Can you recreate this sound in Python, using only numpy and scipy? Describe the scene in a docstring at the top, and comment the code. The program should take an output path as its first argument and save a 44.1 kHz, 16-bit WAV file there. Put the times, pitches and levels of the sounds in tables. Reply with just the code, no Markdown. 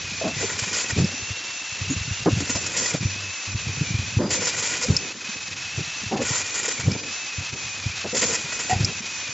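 """A hissing, whistling air leak, close to a phone microphone at a packing machine on a factory floor.
Moving air buffets the microphone in low puffs and sets the cabinet humming. Every two seconds the
pneumatic drive runs: air blasts in spurts, the housing rattles and whines, then the exhaust dumps,
most times with a latch click. The frame knocks as the cylinders stop; now and then comes a thin squeal."""
import sys
import numpy as np
from scipy import signal
from scipy.fft import rfft, irfft, next_fast_len
from scipy.io import wavfile
from scipy.ndimage import uniform_filter1d

SR = 44100
rng = np.random.default_rng(int(sys.argv[2]) if len(sys.argv) > 2 else 0)


def generate_wav(signal):
    """Clip the signal to [-1, 1] and save it as 16-bit WAV at the path in sys.argv[1]."""
    frames = np.transpose(np.atleast_2d(signal))
    scaled = np.clip(frames, -1, 1) * 32767
    pcm = np.round(scaled).astype(np.int16)
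    wavfile.write(sys.argv[1], SR, pcm)


N = 411440


def from_db(db):
    """Gain of a level in dB."""
    return 10 ** (np.asarray(db) / 20)


def rms_one(x):
    """x scaled to rms 1."""
    return x / np.sqrt(np.mean(x ** 2) + 1e-20)


def in_time(rows):
    """A curve of (seconds, value) rows, one value a sample."""
    return np.interp(np.arange(N) / SR, *np.transpose(rows))


def colour(x, points):
    """x filtered by a spectrum of (Hz, dB) points."""
    hz, level_db = np.transpose(points)
    size = next_fast_len(N)
    log_hz = np.log(np.maximum(np.fft.rfftfreq(size, 1 / SR), 1))
    gain = from_db(np.interp(log_hz, np.log(hz), level_db))
    return irfft(rfft(x, size) * gain, size)[:N]


def drift(rate_hz):
    """Random wander of spread 1: noise twice through a one-pole low-pass."""
    r = np.exp(-16 * np.pi * rate_hz / SR)
    slow = signal.lfilter([1], [1, -2 * r, r * r], rng.standard_normal(N // 8 + 4002))[4000:]
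    return np.interp(np.arange(N) / 8, np.arange(len(slow)), rms_one(slow))


def resonate(x, peaks):
    """x through parallel resonances of alternating sign, scaled to rms 1."""
    out = np.zeros(len(x))
    for k, (hz, width, level_db) in enumerate(peaks):
        r = np.exp(-np.pi * width / SR)
        poles = [1, -2 * r * np.cos(2 * np.pi * hz / SR), r * r]
        ring = signal.lfilter([1 - r * r, 0, r * r - 1], poles, x)
        out += (-1) ** k * from_db(level_db) * ring / np.sqrt(width)
    return rms_one(out)


def add(track, start, sound):
    """Mixes a short sound in at a start in seconds."""
    i = max(round(start * SR), 0)
    track[i:i + len(sound)] += sound[:N - i]


def burst(length, edge):
    """A flat envelope with a quick rise and a fading end."""
    t = np.arange(round((length + 5 * edge) * SR)) / SR
    return (1 - np.exp(-t / (0.19 * edge))) * np.exp(-np.maximum(t - length, 0) / edge)


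def peaked(phase):
    """A wave with pointed crests, as of a flap of air."""
    return 0.62 * np.cos(phase) + 0.12 * np.cos(2 * phase) + 0.035 * np.cos(3 * phase)


def rough_ring(length, hz, width_hz):
    """The envelope of a short burst, and as much noise rung twice through one sharp resonance."""
    envelope = burst(length, 0.0011 + 0.47 * length)
    peak = [(hz, width_hz, 0)]
    noise = rng.standard_normal(len(envelope) + 2000)
    return envelope, resonate(resonate(noise, peak), peak)[2000:]


# The leak's edge tone, close by. Each row: time in seconds, centre pitch in Hz.
WHISTLE_PITCH = [(0.0, 2540), (0.15, 2440), (0.33, 2680), (0.47, 2400), (0.72, 2430), (0.84, 2600),
                 (0.93, 2380), (1.09, 2680), (1.45, 2710), (1.75, 2650), (2.33, 2715), (2.95, 2420),
                 (3.1, 2540), (3.27, 2600), (3.55, 2590), (3.8, 2530), (3.93, 2370), (4.14, 2540),
                 (4.34, 2460), (4.75, 2400), (5.0, 2540), (5.5, 2530), (6.15, 2640), (6.31, 2400),
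                 (6.75, 2450), (6.83, 2360), (6.95, 2470), (7.15, 2615), (7.9, 2460), (8.1, 2680),
                 (8.26, 2460), (8.91, 2550), (9.33, 2460)]
# Its second edge tone. The row: pitch in Hz, width in Hz, relative level in dB.
UPPER_WHISTLE = [(5860, 55, 0)]
# Breaks in the whistle. Each row: start in seconds, length in seconds.
WHISTLE_GAPS = [(2.265, 0.027), (2.978, 0.028), (3.542, 0.017), (4.189, 0.114), (4.932, 0.0097),
                (5.125, 0.081), (5.225, 0.017), (5.231, 0.011), (5.354, 0.0079), (5.393, 0.0097),
                (5.442, 0.012), (5.492, 0.018), (5.542, 0.024), (6.107, 0.013), (6.149, 0.017),
                (6.187, 0.016), (6.874, 0.035), (6.965, 0.0077), (7.01, 0.022), (7.048, 0.01),
                (7.511, 0.012), (7.548, 0.015), (8.047, 0.014), (8.13, 0.021), (8.72, 0.018),
                (8.846, 0.007), (9.005, 0.018)]
# The leak's hiss. Each row: frequency in Hz, relative density in dB.
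HISS_SPECTRUM = [(40, -27), (100, -38), (250, -39), (500, -21.5), (850, -17), (1300, -14.5), (2200, -11),
                 (3100, -12), (5000, -12), (5850, -11.5), (7000, -12.5), (7600, -18), (8200, -14.5)]

def leak(blast, low_air, hiss_db=-29.5, whistle_db=-37, upper_db=-48):
    """Escaping air hisses and sounds two edge tones, which waver and break off now and then."""
    broken = np.zeros(N)
    for start, length in WHISTLE_GAPS:
        add(broken, start, np.ones(round(length * SR)))
    sag_db = -6 * uniform_filter1d(np.minimum(broken, 1), size=700)
    starved = blast / (blast + from_db(-34))   # blasts starve the leak: its tone stutters
    broken += drift(25) < 1.8 * starved - 2.2
    shaken = uniform_filter1d(np.abs(low_air), size=1500) / from_db(-24)
    broken += drift(40) < shaken - 2.2   # strong buffeting breaks it up too
    sounding = uniform_filter1d(1 - 0.9 * np.minimum(broken, 1), size=200)
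    stirred = np.minimum(uniform_filter1d(np.abs(low_air), size=5000) / from_db(-37), 1)
    waver_hz = (18 + 30 * stirred) * drift(30) + (38 + 40 * stirred - 15 * starved) * drift(120)
    tone = np.sqrt(2) * np.sin(2 * np.pi * np.cumsum(in_time(WHISTLE_PITCH) + waver_hz) / SR)
    whistle = from_db(whistle_db + drift(68)) * tone
    upper = from_db(upper_db + 2 * drift(9.6)) * resonate(rng.standard_normal(N), UPPER_WHISTLE)
    hiss = rms_one(colour(rng.standard_normal(N), HISS_SPECTRUM))
    return sounding * (whistle + upper) + from_db(hiss_db + sag_db + 1.13 * drift(60)) * hiss


# Moving air at the microphone. Each row: time in seconds, level in dB.
DRAUGHT = [(0.0, -45.5), (0.41, -42.5), (0.85, -53.5), (1.3, -54.5), (1.4, -62.5), (1.74, -61),
           (1.9, -35.5), (2.15, -48.5), (2.38, -26.5), (2.47, -43.5), (2.65, -44.5), (3.0, -44.5),
           (3.1, -45), (3.29, -49.5), (3.35, -64), (3.45, -72.5), (3.48, -46), (3.8, -36.5), (4.15, -36),
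           (4.3, -42), (4.75, -46), (4.8, -57.5), (5.05, -66), (5.5, -51), (5.85, -45.5), (6.02, -57),
           (6.2, -38.5), (6.6, -54.5), (6.76, -60), (6.97, -46), (7.15, -59.5), (7.36, -58), (7.42, -48),
           (7.8, -48), (8.2, -45), (8.9, -49.5), (9.33, -58.5)]
# The exhaust dump after each run. Each row: time of its peak in seconds, level in dB.
EXHAUSTS = [(0.99, -19), (3.039, -36), (4.909, -19.5), (6.872, -19.5), (8.809, -21)]
# Turbulence on the microphone. Each row: frequency in Hz, relative density in dB.
BUFFET_SPECTRUM = [(30, -40), (60, -7), (100, -2.5), (160, -2), (260, -18), (500, -32.5)]
# The frame's resonances. Each row: frequency in Hz, width in Hz, relative level in dB.
FRAME_MODES = [(231, 137, 8), (506, 186, 5.5), (743, 140, -2.5)]

def buffeting(running, idle_db=-52.5, run_db=-48.5, rise_s=0.02, fall_s=0.038, settle_s=0.13):
    """Draught and exhaust buffet the microphone, with puffs, frame rumble and the cabinet's answer."""
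    t = np.arange(N) / SR
    wind = draught = from_db(in_time(DRAUGHT))
    shaking = from_db(idle_db) + from_db(run_db) * running
    for peak_s, level_db in EXHAUSTS:
        rising = (t - peak_s) / rise_s
        wind = wind + from_db(level_db) * np.exp(np.minimum(rising, (peak_s - t) / fall_s))
        shaking += from_db(level_db - 18) * np.exp(np.minimum(rising, (peak_s - t) / settle_s))
    lumps = from_db(2.6 * drift(20))
    buffet = rms_one(colour(lumps * rng.standard_normal(N), BUFFET_SPECTRUM))
    rumble = rms_one(lumps * from_db(2.5 * drift(45)) * resonate(rng.standard_normal(N), FRAME_MODES))
    pushes = wind * buffet + (shaking + from_db(-17) * wind) * rumble + puffs()
    return pushes + cabinet(draught, buffet, pushes)


# The cabinet's resonance. The row: frequency in Hz, width in Hz, relative level in dB.
CABINET_MODE = [(95.4, 12, 0)]
# Moments of steady hum. Each row: start in seconds, length in seconds, level in dB.
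STEADY_HUMS = [(3.079, .22, -38), (3.47, .07, -34)]

def cabinet(draught, buffet, pushes, blown_db=-6.5, boom_db=-47.5, steady_hz=98):
    """The cabinet hums in the draught, twice holds a steady note, and booms along with low pushes."""
    hum = from_db(blown_db) * draught * resonate(buffet, CABINET_MODE)
    for start, length, level_db in STEADY_HUMS:
        swell = from_db(level_db) * burst(length, .012)
        add(hum, start, swell * 2 * peaked(2 * np.pi * steady_hz * np.arange(len(swell)) / SR))
    return hum + from_db(boom_db) * resonate(pushes, CABINET_MODE)


# Low puffs right on the microphone. Each row: start in seconds, level in dB, pitch in Hz.
PUFFS = [(0.039, -27, 104.5), (0.116, -24, 168), (0.36, -24, 123.3), (0.617, -20, 110), (0.669, -25, 188),
         (0.921, -16, 105), (0.961, -14, 193.4), (0.994, -9.5, 154.5), (1.017, -9.5, 151),
         (1.036, -7, 178.7), (1.136, -25.5, 263), (1.218, -25.5, 98.6), (1.301, -18.5, 100.5),
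         (1.717, -31, 106), (1.809, -17.5, 102.8), (1.895, -14.5, 128), (1.96, -17.5, 94),
         (2.003, -17.5, 90), (2.073, -19, 128.5), (2.106, -14.5, 97.1), (2.214, -24.5, 98.6),
         (2.258, -5.5, 178.4), (2.323, -6.5, 112.5), (2.494, -16.5, 248), (2.546, -17, 96),
         (2.938, -14, 159), (3.004, -15.5, 131.6), (3.023, -17.5, 182.6), (3.047, -8, 109.6),
         (3.543, -11.5, 106.7), (3.665, -16.5, 109), (3.688, -19, 109), (3.807, -7.5, 147),
         (3.901, -15.5, 155.3), (3.939, -8.5, 108.7), (3.986, -12, 109.5), (4.164, -5.5, 112.2),
         (4.386, -22.5, 201.5), (4.881, -14.5, 225), (4.895, -6.5, 130), (4.922, -12, 138.4),
         (5.286, -26, 211.5), (5.773, -15.5, 120.5), (5.801, -17.5, 148.3), (5.87, -30, 151.5),
         (6.031, -26, 204), (6.058, -21, 105.6), (6.303, -17.5, 126), (6.79, -22, 123), (6.834, -20.5, 101),
         (6.87, -7, 136), (6.908, -16, 192), (7.377, -17.5, 96.2), (7.4, -25, 134.3), (7.523, -23, 121.4),
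         (7.657, -26.5, 106.8), (7.856, -12, 109.3), (7.89, -24, 90), (8.439, -28.5, 140),
         (8.722, -14.5, 110), (8.753, -12, 104), (8.796, -13, 115.3), (8.834, -12.5, 110.4),
         (9.0, -26.5, 212), (9.285, -29, 132)]

def puffs():
    """Single flaps of air, each swelling and dying within a few cycles."""
    t, out = np.arange(round(.09 * SR)) / SR, np.zeros(N)
    for start, level_db, hz in PUFFS:
        rise_s = 0.0067 + 0.26 / hz   # lower puffs swell more slowly
        swell = t / rise_s * np.exp(1 - t / rise_s)
        flap = peaked(2 * np.pi * hz * t + rng.uniform(0, 2 * np.pi))
        add(out, start, from_db(level_db) * swell ** 2.9 * flap)
    return out


# Clunks in the frame. Each row: start in seconds, length in seconds, level in dB, ring pitch in Hz,
# the ring's share from 0 to 1.
CLUNKS = [(0.213, 0.011, -20, 590, 1), (0.234, 0.043, -23.5, 670, 0.45), (.427, 0.018, -24, 413, 0.88),
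          (1.898, 0.021, -24, 281, 1), (2.258, 0.023, -14, 290, 0.34), (2.4, 0.027, -30, 278, 0.8),
          (2.55, 0.02, -29, 600, 0.5), (2.74, 0.069, -35.5, 527, 0.72), (2.943, 0.0082, -22, 625, .4),
          (4.184, 0.062, -21.5, 297, .4), (4.29, 0.13, -35.5, 506, 0.88), (4.84, 0.015, -30.5, 510, 1),
          (5.776, 0.023, -34, 353, 0.4), (6.11, 0.051, -23.5, 770, 0.37), (6.19, 0.03, -25.5, 500, 0.67),
          (6.68, 0.011, -33.5, 456, 0.96), (6.88, 0.0046, -15, 337, 0.95), (6.95, 0.012, -28.5, 384, 0.34),
          (7.52, 0.041, -39.5, 382, 0.57), (8.041, 0.023, -27, 685, 0.4), (8.124, 0.041, -27.5, 497, 0.66),
          (8.219, 0.025, -25, 462, 0.9), (8.27, 0.064, -33, 472, 0.89), (8.695, 0.04, -22.5, 752, 0.96)]
# The knock under each ring. Each row: frequency in Hz, relative density in dB.
KNOCK_SPECTRUM = [(80, -24), (200, 2), (500, -6.5), (900, -15), (1800, -27.5), (3000, -46.5)]

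def frame_clunks():
    """A stopping cylinder strikes the frame: a broad knock with one rough ring."""
    knocking, out = colour(rng.standard_normal(N), KNOCK_SPECTRUM), np.zeros(N)
    for start, length, level_db, hz, share in CLUNKS:
        envelope, ring = rough_ring(length, hz, width_hz=84)
        knock = rms_one(knocking[round(start * SR):][:len(envelope)])
        add(out, start, from_db(level_db) * envelope * (share * ring + np.sqrt(1 - share ** 2) * knock))
    return out


# The drive's runs. Each row: start in seconds, length in seconds, lift of the blast's body in dB.
RUNS = [(0.36, 0.55, 2), (2.374, 0.61, 1.5), (4.29, 0.69, 1), (6.216, .6, -1.5), (8.135, 0.64, 0.5)]
# Spurts of air from the drive. Each row: start in seconds, length in seconds, blast level in dB.
SPURTS = [(0.395, 0.065, -30), (0.493, 0.04, -36.5), (0.59, 0.011, -25.5), (0.623, 0.021, -27.5),
          (0.677, 0.015, -33), (0.729, 0.091, -24), (0.832, 0.015, -32.5), (0.895, 0.018, -30.5),
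          (2.404, 0.0038, -24.5), (2.494, 0.021, -22.5), (2.55, 0.022, -24.5), (2.662, 0.0094, -24),
          (2.737, 0.027, -38.5), (2.765, 0.035, -21), (2.807, 0.057, -24), (2.858, 0.058, -27),
          (2.937, 0.0067, -29), (4.304, 0.064, -20.5), (4.406, 0.055, -25), (4.469, 0.034, -23),
          (4.533, 0.019, -31), (4.565, 0.044, -23.5), (4.624, 0.051, -23.5), (4.689, 0.088, -28),
          (4.812, 0.037, -24), (6.217, 0.016, -28.5), (6.25, 0.11, -24), (6.354, 0.034, -21.5),
          (6.391, 0.03, -28.5), (6.457, 0.013, -27), (6.54, 0.064, -23.5), (6.629, 0.037, -27),
          (6.679, 0.015, -21), (6.711, 0.0098, -20), (6.797, 0.015, -25), (8.146, 0.057, -22),
          (8.212, 0.04, -17), (8.262, 0.071, -25.5), (8.332, 0.027, -23), (8.522, 0.0087, -28.5),
          (8.59, 0.028, -26), (8.695, 0.042, -27)]

def drive_cycle(run_blast_db=-32, run_rattle_db=-42.5, rattle_follows=0.23):
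    """Envelopes of the drive: each run blows and rattles steadily, and spurts add to both."""
    running, body_db, blast, rattle = np.zeros((4, N))
    for start, length, lift_db in RUNS:
        add(running, start, burst(length, 0.0079))
        add(body_db, start, np.full(round(length * SR), lift_db))
    for start, length, blast_db in SPURTS:
        rattle_db = -35.5 + rattle_follows * (blast_db + 26)
        add(blast, start, from_db(blast_db) * burst(length, 0.0043))
        add(rattle, start, from_db(rattle_db) * burst(length, 0.0027))
    blast += from_db(run_blast_db) * running
    rattle += from_db(run_rattle_db) * running
    return running, body_db, blast, rattle


# The air blast at close range. Each row: frequency in Hz, relative density in dB.
BLAST_SPECTRUM = [(300, -37), (1000, -7.5), (2500, -0.5), (4500, 3), (5300, 11), (6400, 7), (7100, 14.5),
                  (7600, 10), (8300, 21)]
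# Edges of the bands in which it gusts, in Hz.
BLAST_BANDS_HZ = [300, 1800, 3200, 4700, 6200, 8600]
# The drive housing's resonances. Each row: frequency in Hz, width in Hz, relative level in dB.
HOUSING_MODES = [(467, 150, -1.5), (986, 120, -2.5), (1448, 60, -1), (1920, 110, 3), (2530, 630, 3)]

def drive(body_db, blast, rattle, gust_db=1.5):
    """Air blasts out, each band gusting by itself, and the housing rattles along."""
    air, gusts = colour(rng.standard_normal(N), BLAST_SPECTRUM), np.zeros(N)
    for low, high in zip(BLAST_BANDS_HZ, BLAST_BANDS_HZ[1:]):
        band = signal.sosfilt(signal.butter(3, [low, high], "band", fs=SR, output="sos"), air)
        gusts += from_db(gust_db * drift(25) + body_db * (high < 6500)) * band
    housing = resonate(rng.standard_normal(N), HOUSING_MODES)
    jet = blast * from_db(1.2 * drift(60)) * rms_one(gusts)
    return jet + rattle * from_db(2.2 * drift(30)) * housing


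# Latch clicks. Each row: start in seconds, level in dB.
CLICKS = [(1.044, -19), (4.9657, -6), (6.9162, -20), (8.8463, -7.5)]
# The latch's modes. Each row: frequency in Hz, relative level in dB, seconds to fall by 60 dB.
LATCH_MODES = [(4180, -20, .035), (5065, -2, .024), (5230, -1, .011), (5370, -6, .04), (5800, -16, .07),
               (6400, -14, .03), (6950, -18, .028), (7420, -18, .04)]

def latch(bounce_s=.0042):
    """Each click is a short snap that rings the latch's modes, with a quick bounce."""
    t, out = np.arange(round(.08 * SR)) / SR, np.zeros(N)
    attack = 1 - np.exp(-(t / .0006) ** 2)
    for (start, level_db), phases in zip(CLICKS, rng.uniform(0, 1, (len(CLICKS), len(LATCH_MODES)))):
        ring = sum(from_db(db - 60 * t / t60) * np.sin(2 * np.pi * hz * t + phase)
                   for (hz, db, t60), phase in zip(LATCH_MODES, phases))
        snap = .14 * np.diff(rng.standard_normal(len(t) + 2), 2) * np.exp(-t / .004)
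        click = from_db(level_db) * (ring + snap) * attack
        add(out, start, click)
        add(out, start + bounce_s, .4 * click)
    return out


# Squeals. Each row: start in seconds, length in seconds, level in dB, pitch in Hz, resonance width in Hz.
SQUEALS = [(1.903, 0.02, -31, 6620, 150), (1.898, 0.025, -33, 7000, 200), (4.21, .075, -41, 4880, 40),
           (6.95, .12, -47, 4850, 40)]

def squeals():
    """The frame squeals thinly: short bursts of noise in one high, narrow resonance each."""
    out = np.zeros(N)
    for start, length, level_db, hz, width_hz in SQUEALS:
        envelope, ring = rough_ring(length, hz, width_hz)
        add(out, start, from_db(level_db) * envelope * ring)
    return out


# Flickering stereo spread in the treble, as an audio coder leaves it.
# Each row: frequency in Hz, side against mid at its widest in dB.
TREBLE_SPREAD = [(600, -105), (1400, -65), (2100, -39), (3700, -58.5), (4300, -19.5), (6500, 0.5),
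                 (8300, -22.5)]

def scene():
    """The machine stands close and centred; only the treble spreads, and that spread flickers."""
    running, body_db, blast, rattle = drive_cycle()
    low_air = buffeting(running)
    mid = low_air + leak(blast, low_air) + drive(body_db, blast, rattle)
    mid += latch() + frame_clunks() + squeals()
    flicker = np.clip(3 * drift(9) + 0.39, 0, 1)
    side = colour(flicker * np.roll(mid, 900), TREBLE_SPREAD)
    return np.array([mid + side, mid - side])


def record(dry, cutoff_hz=8700):
    """The phone's small microphone loses deep bass; its voice channel rolls off near 8 kHz, then cuts."""
    voice = signal.sosfilt(signal.ellip(6, .5, 31, 7550, fs=SR, output="sos"), dry)
    voice = signal.sosfilt(signal.butter(2, 45.0, "high", fs=SR, output="sos"), voice)
    return signal.sosfilt(signal.cheby2(14, 60, cutoff_hz, fs=SR, output="sos"), voice)


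dry = scene()
out = record(dry)
generate_wav(out)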